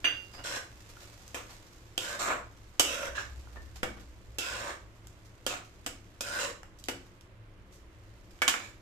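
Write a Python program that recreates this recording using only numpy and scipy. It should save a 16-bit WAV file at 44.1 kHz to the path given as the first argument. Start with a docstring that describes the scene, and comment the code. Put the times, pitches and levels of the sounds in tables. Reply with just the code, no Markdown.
"""A steel spoon strikes a metal pan once and rings freely, then stirs a thick, moist paste, close by.
Each stroke lands with a knock that the food damps, then grinds along the pan as the edge catches
and slips. The hot paste crackles softly and peels off the metal in wet smacks.
Under it lie a low steady hum and a swelling drone; the small tiled kitchen adds a short tail."""
import sys
import numpy as np
from scipy import signal
from scipy.fft import rfft, irfft, next_fast_len
from scipy.io import wavfile
from scipy.ndimage import uniform_filter1d

SR = 44100
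rng = np.random.default_rng(int(sys.argv[2]) if len(sys.argv) > 2 else 0)


def generate_wav(sig):
    """Save sig (samples, or channels by samples) to the path in sys.argv[1] as 16-bit PCM at SR."""
    pcm = np.round(np.clip(np.atleast_2d(sig).T, -1, 1) * 32767).astype(np.int16)
    wavfile.write(sys.argv[1], SR, pcm)


N = 388521


def gain_of(db):
    """Decibels to gain."""
    return 10 ** (np.asarray(db) / 20)


def unit_rms(x):
    """Scales to rms 1."""
    return x / np.sqrt(np.mean(x ** 2) + 1e-20)


def unit_attack(x):
    """Scales the first 10 ms to rms 1."""
    return x / np.sqrt(np.mean(x[:, :SR // 100] ** 2))


def steadied(x, size=SR // 25):
    """Holds the rms near 1 over any stretch of size samples."""
    power = uniform_filter1d(np.mean(x ** 2, axis=0), size)
    return x / np.sqrt(abs(power) + 1e-9)


def curve_at(points, hz):
    """Interpolates (Hz, value) points on a log-frequency axis."""
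    point_hz, value = np.transpose(points)
    return np.interp(np.log(hz + 1), np.log(point_hz + 1), value)


def swell(t, rise_s):
    """Rises to 1 at rise_s and dies away."""
    return t / rise_s * np.exp(1 - t / rise_s)


def waver(t, step_s=.028):
    """Random drift of about unit size."""
    knots_s = np.arange(0, 1, step_s)
    return np.interp(t, knots_s, rng.standard_normal(200)[:len(knots_s)])


def add(mix, start_s, sound):
    """Lays a stereo sound into the mix."""
    part = mix[:, max(round(start_s * SR), 0):][:, :sound.shape[1]]
    part += sound[:, :part.shape[1]]


def colour(x, *spectra):
    """Minimum-phase filter whose gain in dB is the sum of the spectra."""
    size = next_fast_len(x.shape[-1] + 2048)
    hz = abs(np.fft.fftfreq(size, 1 / SR))
    log_gain = np.log(gain_of(sum(curve_at(points, hz) for points in spectra)))
    response = np.exp(np.conj(signal.hilbert(log_gain)))[:size // 2 + 1]
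    return irfft(rfft(x, size) * response, size)[..., :x.shape[-1]]


def resonate(x, hz, width_hz):
    """Steep resonance that can follow a moving pitch; rms 1."""
    carrier = np.exp(2j * np.pi * np.cumsum(hz * np.ones(x.shape[1])) / SR)
    pole = np.exp(-np.pi * width_hz / SR)
    baseband = signal.lfilter([1], [1, -2 * pole, pole * pole], x / carrier)
    return unit_rms((carrier * baseband).real)


# Each row: frequency in Hz, left-right correlation.
COHERENCE = [(60, 0.86), (130, .93), (280, 0.95), (550, 0.82), (1100, 0.089), (2500, 0), (14000, 0.0071)]
def stereo_angle(hz):
    """Angle between the channels in radians: alike in the bass, apart in the treble."""
    return np.arccos(np.clip(curve_at(COHERENCE, hz), -1, 1))


def noise(size):
    """Stereo white noise, wider in the treble."""
    mid, side = rfft(rng.standard_normal((2, size)))
    angle = stereo_angle(np.fft.rfftfreq(size, 1 / SR)) / 2
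    mid, side = mid * np.cos(angle), side * np.sin(angle)
    return irfft([mid + side, mid - side], size)


def ring(modes, t):
    """Decaying (Hz, dB, t60 s) modes; the higher ones are out of step between left and right."""
    out = np.zeros((2, len(t)))
    for hz, db, t60_s in modes:
        apart = stereo_angle(hz) * rng.choice([-1, 1]) * np.array([[.5], [-.5]])
        out += gain_of(db - 60 * t / t60_s) * np.sin(2 * np.pi * (hz * t + rng.random()) + apart)
    return out


def grains(size, per_s, spread_db, grain_s):
    """Tiny noise bursts at random moments and levels; rms 1."""
    onsets = rng.random(size) < per_s / SR
    clicks = onsets * gain_of(spread_db * np.minimum(rng.exponential(1, size), 4))
    power = signal.lfilter([1], [1, -np.exp(-1 / (grain_s * SR))], clicks ** 2)
    return unit_rms(noise(size) * np.sqrt(power))


# Each row: frequency in Hz, reverberation t60 in seconds.
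KITCHEN_T60 = [(100, 0.63), (500, 0.37), (2000, 0.34), (6000, 0.33), (14000, 0.23)]
def kitchen_reverb(x):
    """Close tiled walls: a short, dense tail, each band dying at its own rate."""
    hz, t, bands = signal.stft(noise(SR // 2), SR, nperseg=256)
    decay = gain_of(-60 * t / curve_at(KITCHEN_T60, hz)[:, None])
    onset = 1 - np.exp(-t / .00074)
    tail = signal.istft(bands * decay * onset, SR, nperseg=256)[1]
    return signal.fftconvolve(x, tail / np.linalg.norm(tail[0]), axes=1)[:, :N]


def tile_echo(x, delay_s):
    """One early reflection, arriving from the other side."""
    return np.pad(x[::-1], ((0, 0), (round(delay_s * SR), 0)))[:, :N]


# Each row: frequency in Hz, relative level in dB.
AIR_SPECTRUM = [(12, -20.5), (22, 2.5), (60, -2.5), (112, -5.5), (144, -15), (189, -12.5), (250, -16.5),
                (310, -9.5), (420, -17), (580, -16.5), (760, -22.5), (1100, -21.5), (2100, -25),
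                (3100, -29.5), (7000, -48.5), (9500, -46), (14000, -51)]
# Each row: frequency in Hz, width in Hz, level in dB.
HUM_BANDS = [(107.3, 14, -59.5), (182.3, 14, -72.5), (353.6, 20, -75.5), (1061, 240, -76.5),
             (2060, 50, -81.5)]
# Each row: time in seconds, level in dB.
DRONE_LEVELS = [(0.0, -63), (0.12, -61), (2.28, -63), (2.35, -50), (2.72, -62.5), (3.31, -45.5),
                (5.67, -66.5), (8.81, -62.5)]
def background():
    """Room air, narrow bands of hum and a low drone that swells now and then."""
    air = gain_of(-55.5) * unit_rms(colour(noise(N), AIR_SPECTRUM))
    source = noise(N)
    hums = sum(gain_of(db) * resonate(source, hz, width_hz) for hz, width_hz, db in HUM_BANDS)
    drone = steadied(resonate(source, hz=62.3, width_hz=11), size=SR // 4)
    drone_db = np.interp(np.arange(N) / SR, *np.transpose(DRONE_LEVELS))
    return air + hums + gain_of(drone_db) * drone


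# Each row: frequency in Hz, relative level in dB.
CRACKLE_SPECTRUM = [(300, -0.5), (1000, 0.5), (2000, -2.5), (4000, -3), (7300, -3), (9500, -12.5),
                    (14000, -11.5)]
# Each row: time in seconds, relative level in dB.
SIZZLE_LEVELS = [(0, -57), (.45, -58.5), (1.2, -55.5), (1.7, -58.5), (2.2, -66), (3.3, -59), (4.2, -63.5),
                 (4.8, -67), (5.8, -63.5), (6.7, -69), (7.02, -62), (7.3, -75), (7.75, -71), (8.4, -64.5),
                 (8.81, -65.5)]
def sizzle():
    """Hot paste fries as it is turned: a fine fizz with sparse sticky pops."""
    fizz = grains(N, per_s=890, spread_db=-3.5, grain_s=.0018)
    pops = grains(N, per_s=45, spread_db=1, grain_s=.0014)
    crackle = unit_rms(colour(fizz + gain_of(-3.5) * pops, CRACKLE_SPECTRUM))
    level_db = np.interp(np.arange(N) / SR, *np.transpose(SIZZLE_LEVELS))
    return gain_of(level_db - 2.5) * crackle


# Each row: start in seconds, level in dB, rise in seconds, treble tilt in dB.
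PASTE_SMACKS = [(0.331, -49, 0.015, -8), (.38, -46, 0.012, -19), (0.888, -50.5, 0.0082, 1.5),
                (1.0, -53, 0.017, 2), (1.49, -51.5, 0.018, -2), (2.74, -60, 0.0043, -11),
                (3.558, -48, 0.0073, -23), (3.755, -47, 0.007, 1.5), (3.968, -52, 0.0068, -12),
                (3.993, -55, 0.0093, -3), (5.04, -64, .008, -7), (5.249, -60.5, 0.009, 8),
                (5.645, -61, 0.0058, 6), (6.785, -54.5, 0.0076, 16), (7.715, -60.5, 0.024, 10),
                (8.307, -55.5, 0.0037, 3)]
def smacks():
    """Sticky paste peels off the metal in a short swell of tiny wet snaps."""
    out, t = np.zeros((2, N)), np.arange(SR // 5) / SR
    for start_s, db, rise_s, treble_db in PASTE_SMACKS:
        snaps = grains(len(t), per_s=2600, spread_db=3.5, grain_s=.0008)
        wet = unit_rms(colour(snaps, CRACKLE_SPECTRUM, [(1500, .0017), (6000, treble_db)]))
        add(out, start_s, gain_of(db) * swell(t, rise_s) * wet)
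    return out


# Each row: start in seconds, pitch in Hz, width in Hz, level in dB, rise in seconds.
EDGE_SQUEAKS = [(.325, 4930, 200, -56, .025), (.378, 2850, 120, -56, 0.018),
                (3.178, 1540, 160, -31.5, 0.0035), (3.559, 1780, 91, -51.5, 0.014)]
def squeaks():
    """Slips of the spoon's edge lock briefly onto one resonance of the steel; at 3.18 s a short tone sounds
    together with a tick."""
    out, t = np.zeros((2, N)), np.arange(SR // 5) / SR
    for start_s, hz, width_hz, db, rise_s in EDGE_SQUEAKS:
        force = swell(t, rise_s)
        force_rms = np.sqrt(np.mean(force ** 2))
        squeak = unit_rms(force * resonate(noise(len(t)), hz, width_hz))
        add(out, start_s, gain_of(db) * force_rms * squeak)
    return out


# Each row: frequency in Hz, gain in dB.
WALL_SPECTRUM = [(60, -11.5), (170, -13), (220, -5), (290, 2), (430, -2.5), (600, -4), (780, 1.5),
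                 (960, -3), (1400, 2.5), (2200, -3), (3200, -0.5), (4200, -6.5), (5200, 0.5), (6300, 1),
                 (7600, 3), (9500, -7), (14000, -7)]
def wall_impact(t, t60_s, tilt, crack_db, crack_s):
    """A brief crack, then the crowded, quickly damped modes of the pan's wall, as shaped noise."""
    envelope = gain_of(-60 * t / t60_s) + gain_of(crack_db) * np.exp(-t / crack_s)
    return colour(noise(len(t)) * envelope, WALL_SPECTRUM, tilt)


# Each row: start in seconds, then relative dB for the whole tick, its middle and its treble.
SPOON_TICKS = [(0.969, -36, 18, -8), (1.279, -35, -12, 0), (3.181, -22, -1, -28), (3.473, -39.5, 19, -26),
               (5.071, -36, -22, -2), (6.632, -33, 1, -7), (6.84, -30.5, -43, -6), (6.858, -40, -12, -1),
               (7.21, -42, -23, -8), (8.39, -44, -14, -15)]
def ticks():
    """Light, dry touches of the spoon on the pan."""
    out, t = np.zeros((2, N)), np.arange(SR // 8) / SR
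    for start_s, db, middle_db, treble_db in SPOON_TICKS:
        tilt = [(300, middle_db - 4), (1400, middle_db + 4), (3200, -7.5), (6000, treble_db - 6.5)]
        tick = wall_impact(t, t60_s=.017, tilt=tilt, crack_db=0, crack_s=.00097)
        add(out, start_s, gain_of(db - 16) * unit_attack(tick))
    return out


# Each row: frequency in Hz, relative level in dB, t60 in seconds.
FREE_STEEL_MODES = [(1483, -19, .28), (1538, -20, .28), (1594, -17, .26), (2412, -17, .2), (2722, -16, .22),
                    (2792, -3, .38), (2850, -7, .09), (2885, -16, .22), (3313, -21, .18), (3458, -22, .17),
                    (4737, -21, .38), (4770, -24, .2), (6191, -13, .32), (8263, -20, .17),
                    (11430, -29, .16), (13120, -38, .2)]
# Each row: frequency in Hz, relative level in dB.
CLATTER_SPECTRUM = [(150, -25), (300, -11), (900, -12.5), (1500, -3), (2100, -3.5), (3300, -1.5),
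                    (4000, -18), (6000, -33.5), (10000, -42)]
def clang(start_s):
    """One free blow: the steel sings in clear partials over a dull clatter, and its main tone swells again for
    an instant."""
    out, t = np.zeros((2, N)), np.arange(SR * 2 // 3) / SR
    partials = ring(FREE_STEEL_MODES, t) * (1 - np.exp(-t / .003))
    late_swell = np.exp(-((t - .012) / .0052) ** 2) * ring([(2794, .014, .7)], t)
    clatter = unit_attack(colour(noise(len(t)) * np.exp(-t / .034), CLATTER_SPECTRUM))
    add(out, start_s, gain_of(-21) * partials + gain_of(-14.5) * late_swell + gain_of(-28) * clatter)
    return out


# Each row: frequency in Hz, relative level in dB, t60 in seconds.
PAN_MODES = [(316, -7, .2), (361, -5, .28), (506, 0, .26), (650, -8, .12), (716, -7, .16), (770, -8, .19),
             (875, -8, .12), (1180, -8, .2), (1441, -4, .22), (1626, -7, .22), (1722, -2, .3),
             (2218, -4, .28), (2293, -4, .24), (2440, -9, .2), (3001, -6, .24), (3200, -7, .22),
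             (3525, -9, .22), (4800, -9, .15), (5400, -7, .15), (6300, -8, .16), (7150, -6, .14),
             (7600, -5, .13), (11900, -12, .12)]
def pan_ring():
    """Half a second of the pan's modes, damped by food."""
    return ring(PAN_MODES, np.arange(SR // 2) / SR)


# Each row: frequency in Hz, relative level in dB.
GRIT_SPECTRUM = [(800, -31.5), (2300, -5), (3400, 0), (4200, -2.5), (4600, -4), (5200, 0), (5900, -2.5),
                 (7200, 1), (8800, -8), (10300, -16), (12000, -12), (14000, -18.5)]
def grit(size, ring_s=.0019):
    """Fine slips pass through the crowded modes of the steel at one spot: a jagged, metallic hiss."""
    slips = grains(size, per_s=1500, spread_db=.5, grain_s=.0003)
    t = np.arange(SR // 40) / SR
    steel = rng.standard_normal((2, len(t))) * np.exp(-t / ring_s)
    metallic = signal.fftconvolve(slips, steel, axes=1)[:, :size]
    return unit_rms(colour(metallic, GRIT_SPECTRUM))


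# Each row: frequency in Hz, relative level in dB.
GRIND_SPECTRUM = [(90, -22.5), (200, -6.5), (320, -1), (440, -3.5), (530, 0), (660, 4), (820, 0.5),
                  (1050, 8.5), (1900, -1), (2350, -3.5), (4000, -21), (8000, -53)]
def grind(slips, hollow_hz, hollow_db, boom_hz, boom_db):
    """One rubbing force shared by the pan's wall, a hollow resonance and the boom of the base."""
    wall = unit_rms(colour(slips, GRIND_SPECTRUM))
    wall = unit_rms(wall + gain_of(-28) * resonate(slips, hz=1064, width_hz=230))
    hollow = resonate(slips, hollow_hz, width_hz=220)
    boom = resonate(slips, boom_hz, width_hz=130)
    shares = gain_of([0, hollow_db, boom_db])
    shares /= np.linalg.norm(shares)
    return sum(share * steadied(part) for share, part in zip(shares, (wall, hollow, boom)))


# Each row: start and length in seconds, grind level midway and growth in dB, the same two for the hiss,
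# hollow pitch midway in Hz and share in dB, boom pitch in Hz and share in dB,
# starting pitch in Hz and level in dB of the spoon's bowl.
SPOON_PUSHES = [(0.435, 0.13, -41, 5.5, -40.5, -2.5, 1490, -0.5, 554, -12, 3530, -51),
                (1.354, 0.024, -45.5, 2, -47.5, -4, 1130, -11, 560, -11, 2840, -52),
                (1.992, 0.15, -42.5, 9.5, -44, 0, 1474, 0.5, 567, -10, 3250, -47.5),
                (2.185, 0.13, -35, 11.5, -40, -6, 1220, -11, 690, -19, 3250, -53),
                (2.828, .245, -41, 4.5, -43.5, -9, 1316, -4, 580, -2, 3010, -38),
                (3.145, 0.062, -41, -1.5, -47.5, 1, 1570, 1.5, 560, -19, 2960, -48),
                (4.39, .12, -43, 7.5, -44, 2.5, 1424, 1, 550, -15, 2900, -41),
                (4.52, .18, -42, 4.5, -47, -1.5, 1460, -9.5, 570, -12.5, 2950, -47.5),
                (5.469, 0.074, -44.5, 5.5, -41.5, -10, 1184, -11, 703, -12, 2850, -43),
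                (6.226, .16, -40.5, 14, -44, 9, 1400, 1.5, 574, -14.5, 2600, -50),
                (6.385, 0.072, -38.5, 2.5, -36.5, -8.5, 1710, -6, 523, -3, 3050, -46),
                (8.502, .16, -50.5, -8, -51, -6, 1580, 0, 557, -14, 2760, -47)]
def scrapes():
    """The spoon's edge catches and slips along the pan under uneven pressure, sounding pan and spoon."""
    bite_s, release_db_per_s, hiss_release_db_per_s = .015, 230.5, 246.5
    waver_db, waver_octaves = 1.1, .039
    sag_share, sag_s, bowl_fade_db_per_s = .14, .049, 54.5  # paste loads the bowl as it dips in
    climb_octaves_per_s = .9  # the contact travels along the spoon
    out, rub = np.zeros((2, N)), np.zeros((2, N))
    for (start_s, length_s, grind_db, grind_growth_db, hiss_db, hiss_growth_db,
         hollow_hz, hollow_db, boom_hz, boom_db, bowl_hz, bowl_db) in SPOON_PUSHES:
        t = np.arange(0, length_s + .2, 1 / SR)
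        along = np.minimum(t / length_s, 1) - .5
        after_s = np.maximum(t - length_s, 0)
        pressure = np.minimum(t / bite_s, 1) * gain_of(waver_db * waver(t))
        grind_gain = pressure * gain_of(grind_db + grind_growth_db * along - release_db_per_s * after_s)
        hiss_gain = pressure * gain_of(hiss_db + hiss_growth_db * along - hiss_release_db_per_s * after_s)
        bowl_gain = pressure * gain_of(bowl_db - bowl_fade_db_per_s * t - release_db_per_s * after_s)
        drift = 2 ** (waver_octaves * waver(t))
        climb = 2 ** (climb_octaves_per_s * along * length_s)
        sag = 1 - sag_share * (1 - np.exp(-t / sag_s))
        slips = grains(len(t), per_s=1800, spread_db=.5, grain_s=.0007)
        body = grind(slips, hollow_hz * drift * climb, hollow_db, boom_hz * drift, boom_db)
        bowl = steadied(resonate(slips, bowl_hz * sag, width_hz=340))
        add(out, start_s, grind_gain * body + hiss_gain * grit(len(t)) + bowl_gain * bowl)
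        add(rub, start_s, grind_gain * body)
    pan = pan_ring()
    after_ring = signal.fftconvolve(rub, pan / np.linalg.norm(pan[0]), axes=1)[:, :N]
    return out + gain_of(-26) * after_ring


# Each row: start in seconds, relative dB for the whole knock, its low thud, middle clack and treble edge,
# bowl pitch in Hz and relative level in dB, contact t60 in seconds, relative pan ring in dB.
SPOON_KNOCKS = [(1.343, -27.5, -16, -10.5, -12.5, 2440, -3.5, 0.12, -22),
                (1.976, -20, -29, -28.5, -21, 3305, -6, 0.027, -29),
                (2.794, -9, -21.5, -12.5, -8, 3014, -2.5, 0.082, -31),
                (3.829, -20, -8.5, -4.5, -16.5, 3200, -18, 0.079, -28),
                (4.383, -23, -27, -24, -13, 2680, -7, 0.12, -19),
                (5.463, -20, -21, -16.5, -14, 3160, -24, 0.062, -23.5),
                (5.861, -24.5, -18, -9.5, -9.5, 2485, -16, 0.066, -27.5),
                (6.206, -24, -19.5, -17, -8, 2464, -7, 0.071, -29),
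                (6.883, -22, -15, -9, -12.5, 2925, -12, 0.081, -29.5),
                (8.417, -15, -26, -8.5, -17, 2257, -2, 0.083, -19.5),
                (8.477, -11.5, -31.5, -11, -13.5, 3535, -14, 0.099, -25),
                (8.538, -23, -12, 4.5, -17, 2180, -8, 0.074, -28)]
def knocks(lag_s=.002):
    """The spoon lands a moment after each listed time: a crack, pan modes and the short ring of the spoon's
    bowl."""
    out, t = np.zeros((2, N)), np.arange(SR // 2) / SR
    for start_s, db, thud_db, clack_db, edge_db, bowl_hz, bowl_db, t60_s, pan_db in SPOON_KNOCKS:
        tilt = [(600, thud_db + 14), (1100, clack_db + 2), (2100, clack_db + 1.5),
                (3200, -8), (5500, edge_db - 2)]
        wall = wall_impact(t, t60_s, tilt, crack_db=-4.5, crack_s=.0018)
        pan = gain_of(pan_db) * colour(pan_ring(), tilt)
        bowl = ring([(bowl_hz, bowl_db + 3, .08)], t)
        hit = unit_attack(wall + pan) + bowl
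        add(out, start_s + lag_s, gain_of(db - 7.5) * unit_attack(hit))
    return out


# Each row: frequency in Hz, left minus right in dB.
STEREO_BALANCE = [(100, 0), (400, 0.8), (650, 1.5), (1300, -2), (2400, -5), (4500, -5), (6300, -4.5),
                  (8000, 1), (13000, 1.5)]
def scene():
    """Spoon, pan and paste in the kitchen; the upper middle leans to the right."""
    direct = knocks() + ticks() + clang(start_s=.043) + scrapes() + squeaks() + smacks() + sizzle()
    echo = gain_of(-14) * tile_echo(direct, delay_s=.0105)
    tail = gain_of(-4.5) * kitchen_reverb(direct)
    mix = direct + echo + tail + background()
    lean_db = curve_at(STEREO_BALANCE, np.fft.rfftfreq(2 * N, 1 / SR)) * np.array([[.5], [-.5]])
    return irfft(rfft(mix, 2 * N) * gain_of(lean_db))[:, :N]


def record(dry):
    """Steep low-pass on the top treble."""
    cutoff_hz = 14350
    lowpass = signal.firwin(255, cutoff_hz, window=("kaiser", 8), fs=SR)
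    return signal.oaconvolve(dry, lowpass[None], "same")


dry = scene()
out = record(dry)
generate_wav(out)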